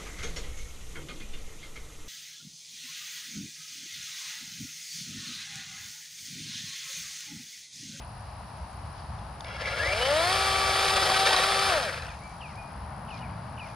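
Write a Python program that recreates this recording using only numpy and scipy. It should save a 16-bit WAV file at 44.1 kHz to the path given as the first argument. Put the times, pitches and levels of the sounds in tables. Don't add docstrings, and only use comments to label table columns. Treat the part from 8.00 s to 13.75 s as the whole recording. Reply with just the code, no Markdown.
import sys
import numpy as np
from scipy import signal
from scipy.fft import rfft, irfft, next_fast_len
from scipy.io import wavfile
from scipy.ndimage import uniform_filter1d, map_coordinates

SR = 44100
rng = np.random.default_rng(int(sys.argv[2]) if len(sys.argv) > 2 else 0)


def elevation(decibels):
    levels = np.asarray(decibels, float)
    return 10 ** (levels / 20)


def wrap_up_sound(samples):
    columns = np.atleast_2d(samples).T
    tamed = np.clip(columns, -1, 1)
    steps = np.round(tamed * 32767).astype(np.int16)
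    wavfile.write(sys.argv[1], SR, steps)


N = 253575

# (frequency [Hz], likeness [0-1])
YARD_ALIKE = [(60, 0.98), (130, 1), (290, 0.87), (640, 0.78), (1400, 0.65), (3090, 0.72), (6780, 0.19),
              (14900, 0.39)]
# (frequency [Hz], likeness [0-1])
SAW_ALIKE = [(60, 0.88), (130, 0.91), (290, 0.92), (640, 1), (1400, 0.65), (3090, 0.95), (4700, 1),
             (6780, 0.61), (14900, 0.21)]
# (time [s], load [0-1])
LOAD = [(1.4, 0.54), (1.9, 0.74), (2.65, 0.01), (2.85, 0.71), (3.1, 0.99), (3.42, 0.88), (3.5, 0.36),
        (3.9, 0.34)]
# (time [s], drive-link rate [Hz])
BRAKE = [(3.69, 390), (3.79, 278), (3.9, 168), (4.0, 86), (4.11, 40), (4.24, 10)]
FULL_HZ = 386


def unit(x):
    return x / np.sqrt(np.mean(x ** 2) + 1e-20)


def along(points, hz):
    f, v = np.transpose(points)
    return np.interp(np.log(hz + 1), np.log(f + 1), v)


def curves(rows):
    s, *cols = np.transpose(rows)
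    return [np.interp(np.arange(N) / SR, s, c) for c in cols]


def bumps(rows):
    t = np.arange(N) / SR
    return sum(height * np.exp(-2 * ((t - s) / width) ** 2) for s, height, width in rows)


def wobble(rate):
    knots = rng.standard_normal(int(N * rate / SR) + 4)
    return map_coordinates(knots, [np.arange(N) * rate / SR])


def filtered(x, response):
    m = next_fast_len(N + 8192)
    return irfft(rfft(x, m) * response(np.fft.rfftfreq(m, 1 / SR)), m)[..., :N]


def resonances(modes, f):
    return sum(elevation(db) * 1j * f * w / (c * c - f * f + 1j * f * w) for c, w, db in modes)


def ports(x, left_db, lead=((0, 0), (1, 0))):
    def half(hz):
        return elevation(along(left_db, hz) / 2) * np.exp(.5j * along(lead, hz))
    return filtered(x, lambda hz: np.array([half(hz), 1 / half(hz)]))


def rush(spectrum, alike, gate=1, patchy_db=0):
    z = signal.stft(gate * rng.standard_normal((2, N)), nperseg=256)[2]
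    field = uniform_filter1d(rng.standard_normal(z.shape[1:]), size=3, axis=0)
    field = uniform_filter1d(field, size=8, axis=1)
    pair = signal.istft(z * elevation(patchy_db * unit(field)), nperseg=256)[1][:, :N]

    def colour(hz):
        turn = np.arccos(np.clip(along(alike, hz), 0, 1) ** 0.94) / 2
        return elevation(along(spectrum, hz)) * [np.cos(turn), np.sin(turn)]
    mid, side = filtered(pair, colour)
    return unit(np.array([mid + side, mid - side]))


def traffic():
    # (frequency [Hz], density [dB per Hz])
    rumble_band = [(12, -61), (20, -20), (45, -12.5), (58, 1.5), (75, -0.5), (108, -6), (130, -8),
                   (170, -23.5), (290, -120)]
    drone_band = [(71, -16), (120, 2), (204, -3.5), (242, -12.5), (270, -17), (350, -24.5), (590, -120)]
    canopy_band = [(1470, -35), (2500, -4), (3680, -9), (3870, -4), (4730, -4), (5030, -5.5), (5140, -5),
                   (6390, -14.5), (8080, -18.5), (9500, -7.5), (10700, -13), (11300, -58), (20900, -120)]
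    roar_band = [(150, -38), (250, -13), (295, -12.5), (333, -15), (464, -13), (501, -12.5), (661, -3),
                 (900, -1), (2510, -22), (3500, -29.5), (4550, -59), (7700, -120)]
    # (time [s], level [dB])
    road = [(0, -0.5), (.5, 1), (1.4, 2), (2.4, 0), (3.2, 1.5), (4.2, 1), (5.15, 4), (5.75, 3)]
    # (time [s], level over the rumble [dB], half width [s])
    surges = [(0.05, 4, 0.47), (.63, 9, 0.041), (.86, 5.5, 0.09), (1.15, 7, 0.14), (1.88, 7, 0.18),
              (2.4, 5.5, 1), (4.05, 6, 0.16), (4.85, 2.5, 0.17), (5.3, 3, 0.48)]
    # (time [s], level [dB], half width [s])
    breeze = [
        (4.3, 0.5, 0.16),
        (5.2, -2.5, 1),
    ]
    near_db, = curves(road)
    rumble = elevation(-46.5 + bumps(surges) + 0.34 * wobble(6.3)) * rush(rumble_band, YARD_ALIKE)
    drone = elevation(-52 + 2.18 * near_db + 0.65 * wobble(5.0)) * rush(drone_band, YARD_ALIKE)
    hiss = elevation(-58.5 + bumps(breeze) + 0.23 * wobble(8.2)) * rush(canopy_band, YARD_ALIKE)
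    roar = elevation(-47 + near_db + 0.048 * wobble(15)) * rush(roar_band, YARD_ALIKE)
    return rumble + drone + hiss + roar


def insects():
    # (frequency [Hz], density [dB per Hz])
    katydid = [(7500, -70), (8800, -39), (9600, -4), (10100, 9), (10350, 6), (10600, -23), (11100, -49),
               (13200, -60), (13600, -18), (13900, -5), (14300, -24), (14700, -72)]
    # (frequency [Hz], level [dB rms])
    crickets = [(4610, -72), (4762, -71), (4937, -85), (5200, -75)]
    t = np.arange(N) / SR
    stroke = (69 * t + 0.16 * wobble(2.36)) % 1
    teeth = np.sin(np.pi * stroke) ** 2 * (1 + .5 * np.cos(6 * np.pi * stroke))
    buzz = rush(katydid, [(9000, 0.18)], (.45 + teeth) * elevation(wobble(5)))
    ring = 0
    for hz, db in crickets:
        ring = ring + elevation(db + 2.3 * wobble(7.4)) * np.sin(2 * np.pi * hz * t + 1.6 * wobble(40))
    return elevation(-63.5) * buzz + ring


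def leaves():
    # (time [s], length [s], level [dB rms], centre [Hz])
    puffs = [(0.018, 0.047, -54.5, 2500), (0.726, 0.036, -65, 7040), (0.982, 0.098, -58, 4020),
             (4.17, 0.51, -64, 5630), (4.51, 0.13, -62, 4560), (5.153, 0.12, -53.5, 4260),
             (5.676, 0.17, -59, 4600)]
    t, out = np.arange(N) / SR, 0
    for s, length, db, hz in puffs:
        band = [(hz / 3, -30), (hz * 0.69, -3), (hz * 1.2, 0), (hz * 2.1, -30), (hz * 2.1, -90)]
        grains = rush(band, YARD_ALIKE, elevation(3 * wobble(250)))
        out = out + elevation(db) * np.exp(-((t - s) / length * 2) ** 2) * grains
    return out


def ticks():
    # (time [s], peak [dB], centre [Hz], t60 [s])
    clicks = [(0.9951, -42, 4610, 0.011), (1.1882, -43, 3480, 0.014), (1.4065, -19.5, 3540, 0.005),
              (1.407, -26, 4730, 0.0079), (1.4068, -39, 8300, 0.0059), (1.4445, -31, 3600, 0.012),
              (1.445, -34, 4740, .01), (1.483, -32, 3160, 0.015), (1.488, -31, 990, 0.014),
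              (1.6217, -38, 2770, 0.0074), (4.022, -26, 4070, 0.0092), (4.066, -34, 5330, 0.011),
              (4.09, -39, 3550, 0.027), (4.135, -43, 4040, 0.011), (3.829, -16, 3770, 0.011),
              (3.888, -27, 5030, .008), (3.929, -23, 3000, .008), (4.0805, -33, 705, 0.02),
              (4.081, -34, 1420, .025), (4.555, -42, 4960, .012), (4.5855, -52, 4550, .01),
              (4.6254, -43, 5010, 0.011), (4.6787, -49, 5000, .01), (4.9302, -50, 4390, .01),
              (5.636, -47, 4560, .01), (5.1547, -52, 2560, 0.011)]
    # (time [s], peak [dB], centre [Hz],
    # t60 [s])
    snaps = [(2.327, -14, 3520, .01), (2.692, -10.5, 687.3, 0.011), (2.809, -31, 1100, 0.023),
             (2.907, -19, 890, 0.023), (2.907, -12, 3800, 0.0089), (2.974, -15.5, 1203, 0.029),
             (2.976, -18, 2275, 0.017), (2.982, -20, 714, .02), (3.029, -17, 1150, 0.021),
             (3.059, -13, 737, 0.02), (3.061, -18, 1950, 0.022), (3.099, -10.5, 1160, 0.013),
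             (3.119, -11.5, 800, 0.015), (3.167, -18, 1301, 0.023), (3.27, -18, 1742, 0.022),
             (3.308, -14.5, 874, 0.025), (3.308, -9, 3300, 0.011), (3.344, -11, 1100, 0.014),
             (3.354, -20, 3450, 0.0095), (3.363, -20, 764, 0.037), (3.363, -11.5, 3940, 0.017),
             (3.383, -10.5, 730, 0.02), (3.437, -14, 1360, 0.024), (3.594, -10, 4596, 0.0086),
             (4.083, -39, 1957, 0.024)]
    out, t = np.zeros(N + SR), np.arange(SR // 20) / SR
    for s, db, hz, t60 in clicks + snaps:
        crack = .6 * np.sin(2 * np.pi * hz * t) + .55 * rng.standard_normal(len(t))
        blow = elevation(db + 4 - 60 * t / t60) * (1 - np.exp(-t / .001)) * crack
        band = signal.butter(3, [hz * .8, hz * 1.7], "band", fs=SR)
        out[round(s * SR):][:len(t)] += signal.lfilter(*band, blow)
    return out[:N]


def link_rate():
    # (time [s], drive-link rate [Hz])
    spin_up = [(1.44, 12), (1.61, 66), (1.776, 127.5), (1.902, 187), (2.05, 260), (2.18, 319),
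               (2.34, 386.5)]
    # (time [s], sag [Hz], half width [s])
    bogs = [(3.0, 4, .05), (3.12, 8, .07), (3.36, 13, .065)]
    t = np.arange(N) / SR
    freed = 5 * np.clip((t - 3.47) / .06 + .5, 0, 1)
    hunting = 1.8 * curves(LOAD)[0] * wobble(rate=14)
    driven = curves(spin_up)[0] + freed - bumps(bogs) + hunting
    return np.minimum(driven, curves(BRAKE)[0])


def motor(turns, shaft_hz, load, torque_db, braking):
    # (multiple, free level [dB rms], change under load [dB], change while speed ramps [dB])
    orders = [(3, -41.5, 0.5, 1.5), (6, -39, 2, 2), (9, -32.5, -7, 0), (10, -41.5, -1, -2.5),
              (12, -51, 8, 8), (15, -51.5, 8.5, 6.5), (18, -38, -12, 1), (21, -48, 4.5, 6),
              (24, -72, -7, -16), (27, -41.5, 4, -26), (30, -49, 9, 3), (40, -46, 6.5, -9)]
    # (frequency [Hz], width [Hz], level [dB])
    casing = [(592, 142, 16.5), (1342, 68, 5.5), (1770, 160, 3)]
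    # (frequency [Hz], width [Hz], level [dB rms])
    whine_housing = [(1400, 200, -40), (1700, 240, -31), (1900, 260, -36), (2080, 300, -32),
                     (2350, 260, -40), (2700, 400, -46), (3070, 400, -37), (3500, 500, -46),
                     (3900, 400, -40), (4300, 400, -38), (4630, 340, -46)]
    # (frequency [Hz], width [Hz], level [dB])
    housing_rings = [(1410, 29, -31), (1657, 16, -22.5), (2080, 30, -31.5), (2310, 32, -23),
                     (2990, 63, -29)]
    out = np.zeros(N)
    ramp = np.clip(np.abs(uniform_filter1d(np.gradient(shaft_hz), size=2000)) * SR / 120, 0, 1)
    for order, db, load_db, ramp_db in orders:
        hz = order * shaft_hz
        lift = 1 + sum(elevation(g) / (1 + ((hz - c) / w * 2) ** 2) for c, w, g in casing)
        radiated = 1 / (1 + (330 / hz) ** 5)
        shake = (.2 + .6 * load) * (1 - .6 * ramp) * (1 + order / 20) * wobble(45)
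        level = elevation(db + load_db * load + ramp_db * ramp + torque_db + 2.3 * load * wobble(30.06))
        out += np.sqrt(2) * level * lift * radiated * np.sin(2 * np.pi * order * turns + shake)

    slot_hz, slot_phase = 36 * shaft_hz, 72 * np.pi * turns
    brake_db = -15 * braking
    housing = sum(elevation(g) / (1 + ((slot_hz - c) / w * 2) ** 2) ** 2 for c, w, g in whine_housing)
    whine = np.sin(slot_phase + (1.2 - .6 * ramp) * wobble(70))
    whine = housing * elevation(brake_db + 2.6 * wobble(40)) * whine
    rough = elevation(brake_db) * np.sin(slot_phase + 1.3 * wobble(500))
    return out + np.sqrt(2) * whine + filtered(rough, lambda f: resonances(housing_rings, f))


def chain(turns, load, slack):
    links = 3 * turns
    force = elevation((1.5 + 3.2 * slack) * rng.standard_normal(4000)[links.astype(int)])
    slap = 2.6 + force * np.exp(-2.5 * (links % 1))
    runout = 1 + 0.084 * np.cos(2 * np.pi * turns)
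    chatter = elevation(load * (1.4 * wobble(45) + 2.1 * wobble(150)))
    return slap * runout * chatter


def side_cover(gate):
    # (frequency [Hz], width [Hz], level [dB])
    cover_modes = [(1430, 120, 0.5), (1703, 150, 3), (2020, 190, 1), (2223, 220, 2.5), (2713, 190, -2),
                   (3300, 91, -1.5), (3930, 110, -2.5), (4690, 200, -8), (5110, 260, -2)]
    shaken = rush([(900, 0)], SAW_ALIKE, gate, patchy_db=-3.0)
    return unit(filtered(shaken, lambda f: resonances(cover_modes, f) ** 2 / (1 + (f / 5900) ** 10)))


def guide_bar(gate):
    # (frequency [Hz], density [dB per Hz])
    bar_band = [(880, -10.5), (1500, -9), (1820, 3.5), (2060, -9.5), (2370, 2), (2820, -4), (3090, 1.5),
                (4050, -1.5), (4690, 0.5), (6520, -11.5), (7000, -21), (9100, -19), (15400, -120)]
    return rush(bar_band, SAW_ALIKE, gate, patchy_db=-0.34)


def saw_body(gate):
    # (frequency [Hz], density [dB per Hz])
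    body_band = [(240, -44), (410, -14.5), (430, -14.5), (486, -3.5), (699, -4), (769, -7.5), (830, -15),
                 (1000, -28), (2000, -120)]
    return rush(body_band, SAW_ALIKE, gate, patchy_db=0.5)


def side_panel(gate):
    # (frequency [Hz], density [dB per Hz])
    panel_band = [(500, -90), (740, -23), (835, -1.5), (983, -6.5), (1170, 0.5), (1400, -1), (2100, -15),
                  (2730, -66), (4620, -120)]
    return rush(panel_band, SAW_ALIKE, gate, patchy_db=-0.3)


def flying_chips(gate):
    # (frequency [Hz], density [dB per Hz])
    chip_band = [(5000, -33), (6000, -37), (6800, -8), (7400, -2.5), (8200, -6.5), (8900, -1), (9800, -0.5),
                 (10600, -8), (12000, -13.5), (14000, -20.5), (15000, -30), (15600, -90)]
    return rush(chip_band, SAW_ALIKE, gate ** 0.5, patchy_db=1.0)


def brake_band(gate):
    # (frequency [Hz], density [dB per Hz])
    scrape_band = [(800, -41.5), (1300, -3), (1550, -2), (1850, -4.5), (2100, -23), (2550, -5), (3200, -39),
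                   (4000, -120)]
    return rush(scrape_band, SAW_ALIKE, gate * elevation(1.7 * wobble(120)), patchy_db=-1.5)


def saw():
    # (time [s], level over the rattle [dB], decay [s])
    jerks = [(1.468, 7.5, 0.0093), (1.483, 2, .01), (1.51, 0, 0.021), (1.539, 3, 0.0046),
             (1.572, -5, 0.0089), (1.608, 4, 0.019), (1.62, 6, 0.0053), (1.658, 3.5, 0.062),
             (1.753, 2, .02), (1.79, 2, 0.071)]
    t, link_hz = np.arange(N) / SR, link_rate()
    load = np.clip(curves(LOAD)[0], 0, 1.5)
    decades = np.log10(link_hz / FULL_HZ)
    braking = np.clip((t - BRAKE[0][0]) / 0.044, 0, 1)
    running = np.clip(np.minimum((t - 1.44) / 0.007, (4.26 - t) / 0.11), 0, 1)
    fast = (link_hz / FULL_HZ) ** 4
    cut = load * fast

    def growth(driven, braked):
        return (driven + (braked - driven) * braking) * decades

    turns = np.cumsum(link_hz) / SR / 3
    slack = (0.3 + braking) * np.clip(1 - link_hz / FULL_HZ, 0, 1)
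    gate = chain(turns, load, slack)
    lines = running * motor(turns, link_hz / 3, load, -2.03 + growth(38, 49), braking)

    jerk_db = sum(db * (t > s) * np.exp(-np.abs(t - s) / decay) for s, db, decay in jerks)
    unsteady_db = -0.78 * braking * decades * wobble(30.05)
    rattle = running * elevation(-29.5 + growth(9.9, 22.2) + 2.5 * cut + jerk_db + unsteady_db)

    ring_db = -2 - 4.5 * fast - 6 * cut - 4.5 * braking
    free = np.sqrt(np.clip(1 - 0.23 * elevation(2 * ring_db), .05, 1))
    body_db = -7.4 + 0.75 * decades + 2 * braking * (1 - 0.52 * decades)
    parts = elevation(ring_db) * side_cover(gate)
    parts += free * elevation(-0.55 + growth(10.6, 2.6)) * guide_bar(gate)
    parts += elevation(body_db) * saw_body(gate)
    parts += elevation(-4.5 + growth(9.7, 1.8)) * side_panel(gate)
    parts += elevation(-10.5 + growth(19, 4.2)) * flying_chips(gate)
    parts += braking * elevation(-2 - 2.5 * decades) * brake_band(gate)
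    return lines + rattle * parts


def bird():
    # (time from start [s], pitch [re note], level [dB re note])
    flick = [(0, 1.2, -9), (.006, 1.13, -4), (.013, .98, -1), (.019, 0.85, -4)]
    hook = [(0, 1.13, -6), (.005, 1.12, -2), (.013, 1.0, -0.5), (.029, .925, -3), (.06, .9, -5),
            (.072, 0.85, -13), (.104, 0.76, -12)]
    slide = [(0, 1.075, -8), (.005, 1.085, -3), (.018, .99, -1), (.035, .925, -3), (.05, .89, -9),
             (.068, .865, -14), (.105, 0.715, -13)]
    whistle = [(0, .87, -12), (.017, .995, -4), (.035, 1, 0), (.055, .995, -2), (.07, .99, -7),
               (.095, .982, -19)]
    warble = [(0, 1.08, -8), (.008, 1.1, -1.5), (.015, 1, -5), (.022, .84, -1), (.029, .96, -4),
              (.036, .87, -2), (.05, .85, -8), (.062, .76, -10)]
    # (time [s], pitch [Hz], level [dB rms], stretch [ratio])
    flicks = [(4.061, 2600, -45, .7), (4.406, 2760, -44.5, 1.05), (5.08, 2650, -49.5, 1),
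              (5.293, 2300, -53, .6), (5.574, 2600, -45, .8)]
    hooks = [(5.102, 2660, -46, 0.95), (5.592, 2630, -42.5, 0.9)]
    slides = [(4.077, 2570, -49, 0.99), (4.426, 2610, -43.5, 1.0)]
    whistles = [(4.21, 2320, -49, 1.27), (4.562, 2460, -47.5, 0.86)]
    warbles = [(5.214, 2670, -48, 0.99)]
    # (delay [s], level [dB])
    walls = [(.074, -13), (.081, -18), (.096, -24)]
    phrases = ((flick, flicks), (hook, hooks), (slide, slides), (whistle, whistles), (warble, warbles))
    song = np.zeros(N + SR)
    for shape, sung in phrases:
        at, pitch, level = np.transpose(shape)
        for s, hz, db, stretch in sung:
            t = np.arange(0, at[-1] * stretch, 1 / SR)
            ends = np.clip(np.minimum(t, t[-1] - t) / 0.0023, 0, 1)
            phase = 2 * np.pi * hz * np.cumsum(np.interp(t / stretch, at, pitch)) / SR
            loudness = np.sqrt(2) * elevation(db + np.interp(t / stretch, at, level))
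            song[round(s * SR):][:len(t)] += loudness * ends * np.sin(phase)
    song[:N] *= elevation(0.64 * wobble(60))
    smear_t60 = 0.34
    tail = rng.standard_normal(SR // 2) * elevation(-60 * np.arange(SR // 2) / SR / smear_t60)
    song += elevation(-11) * signal.fftconvolve(song, tail / np.linalg.norm(tail))[:len(song)]

    def echoes(hz):
        return 1 + sum(elevation(db) * np.exp(-2j * np.pi * hz * s) for s, db in walls)
    return filtered(song[:N], echoes)


def scene():
    # (frequency [Hz], left minus right [dB])
    yard_left = [(60, 0.0), (110, 0.5), (200, 0.5), (380, 1), (700, 4.5), (1290, 6), (2370, 2), (4380, -4),
                 (8080, -4), (14900, -4.5)]
    saw_left = [(60, -1), (110, 4), (200, -1), (380, 2.5), (700, 3.5), (1290, 5), (2370, 2), (4380, -3),
                (8080, 2), (14900, 2)]
    # (frequency [Hz], phase by which left leads [rad])
    saw_turn = [(0, 0), (860, 0.2), (1120, -0.5), (2410, -0.5), (5080, 0.5), (5680, 1.7), (7150, 0.7),
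                (8270, 5.6), (9300, 7.0), (12300, 6.2), (12800, 6.7), (13400, 4.7), (13600, 5.8),
                (15100, 6.1)]
    yard = traffic() + insects() + leaves() + bird()
    return ports(yard, yard_left) + ports(ticks() + saw(), saw_left, saw_turn)


def roll_off(x):
    return signal.sosfilt(signal.butter(12, 15520, fs=SR, output="sos"), x)


def record(dry):
    mix = filtered(dry, lambda hz: 1 / (1 + (hz / 15300) ** 40))
    return roll_off(mix)


dry = scene()
out = record(dry)
wrap_up_sound(out)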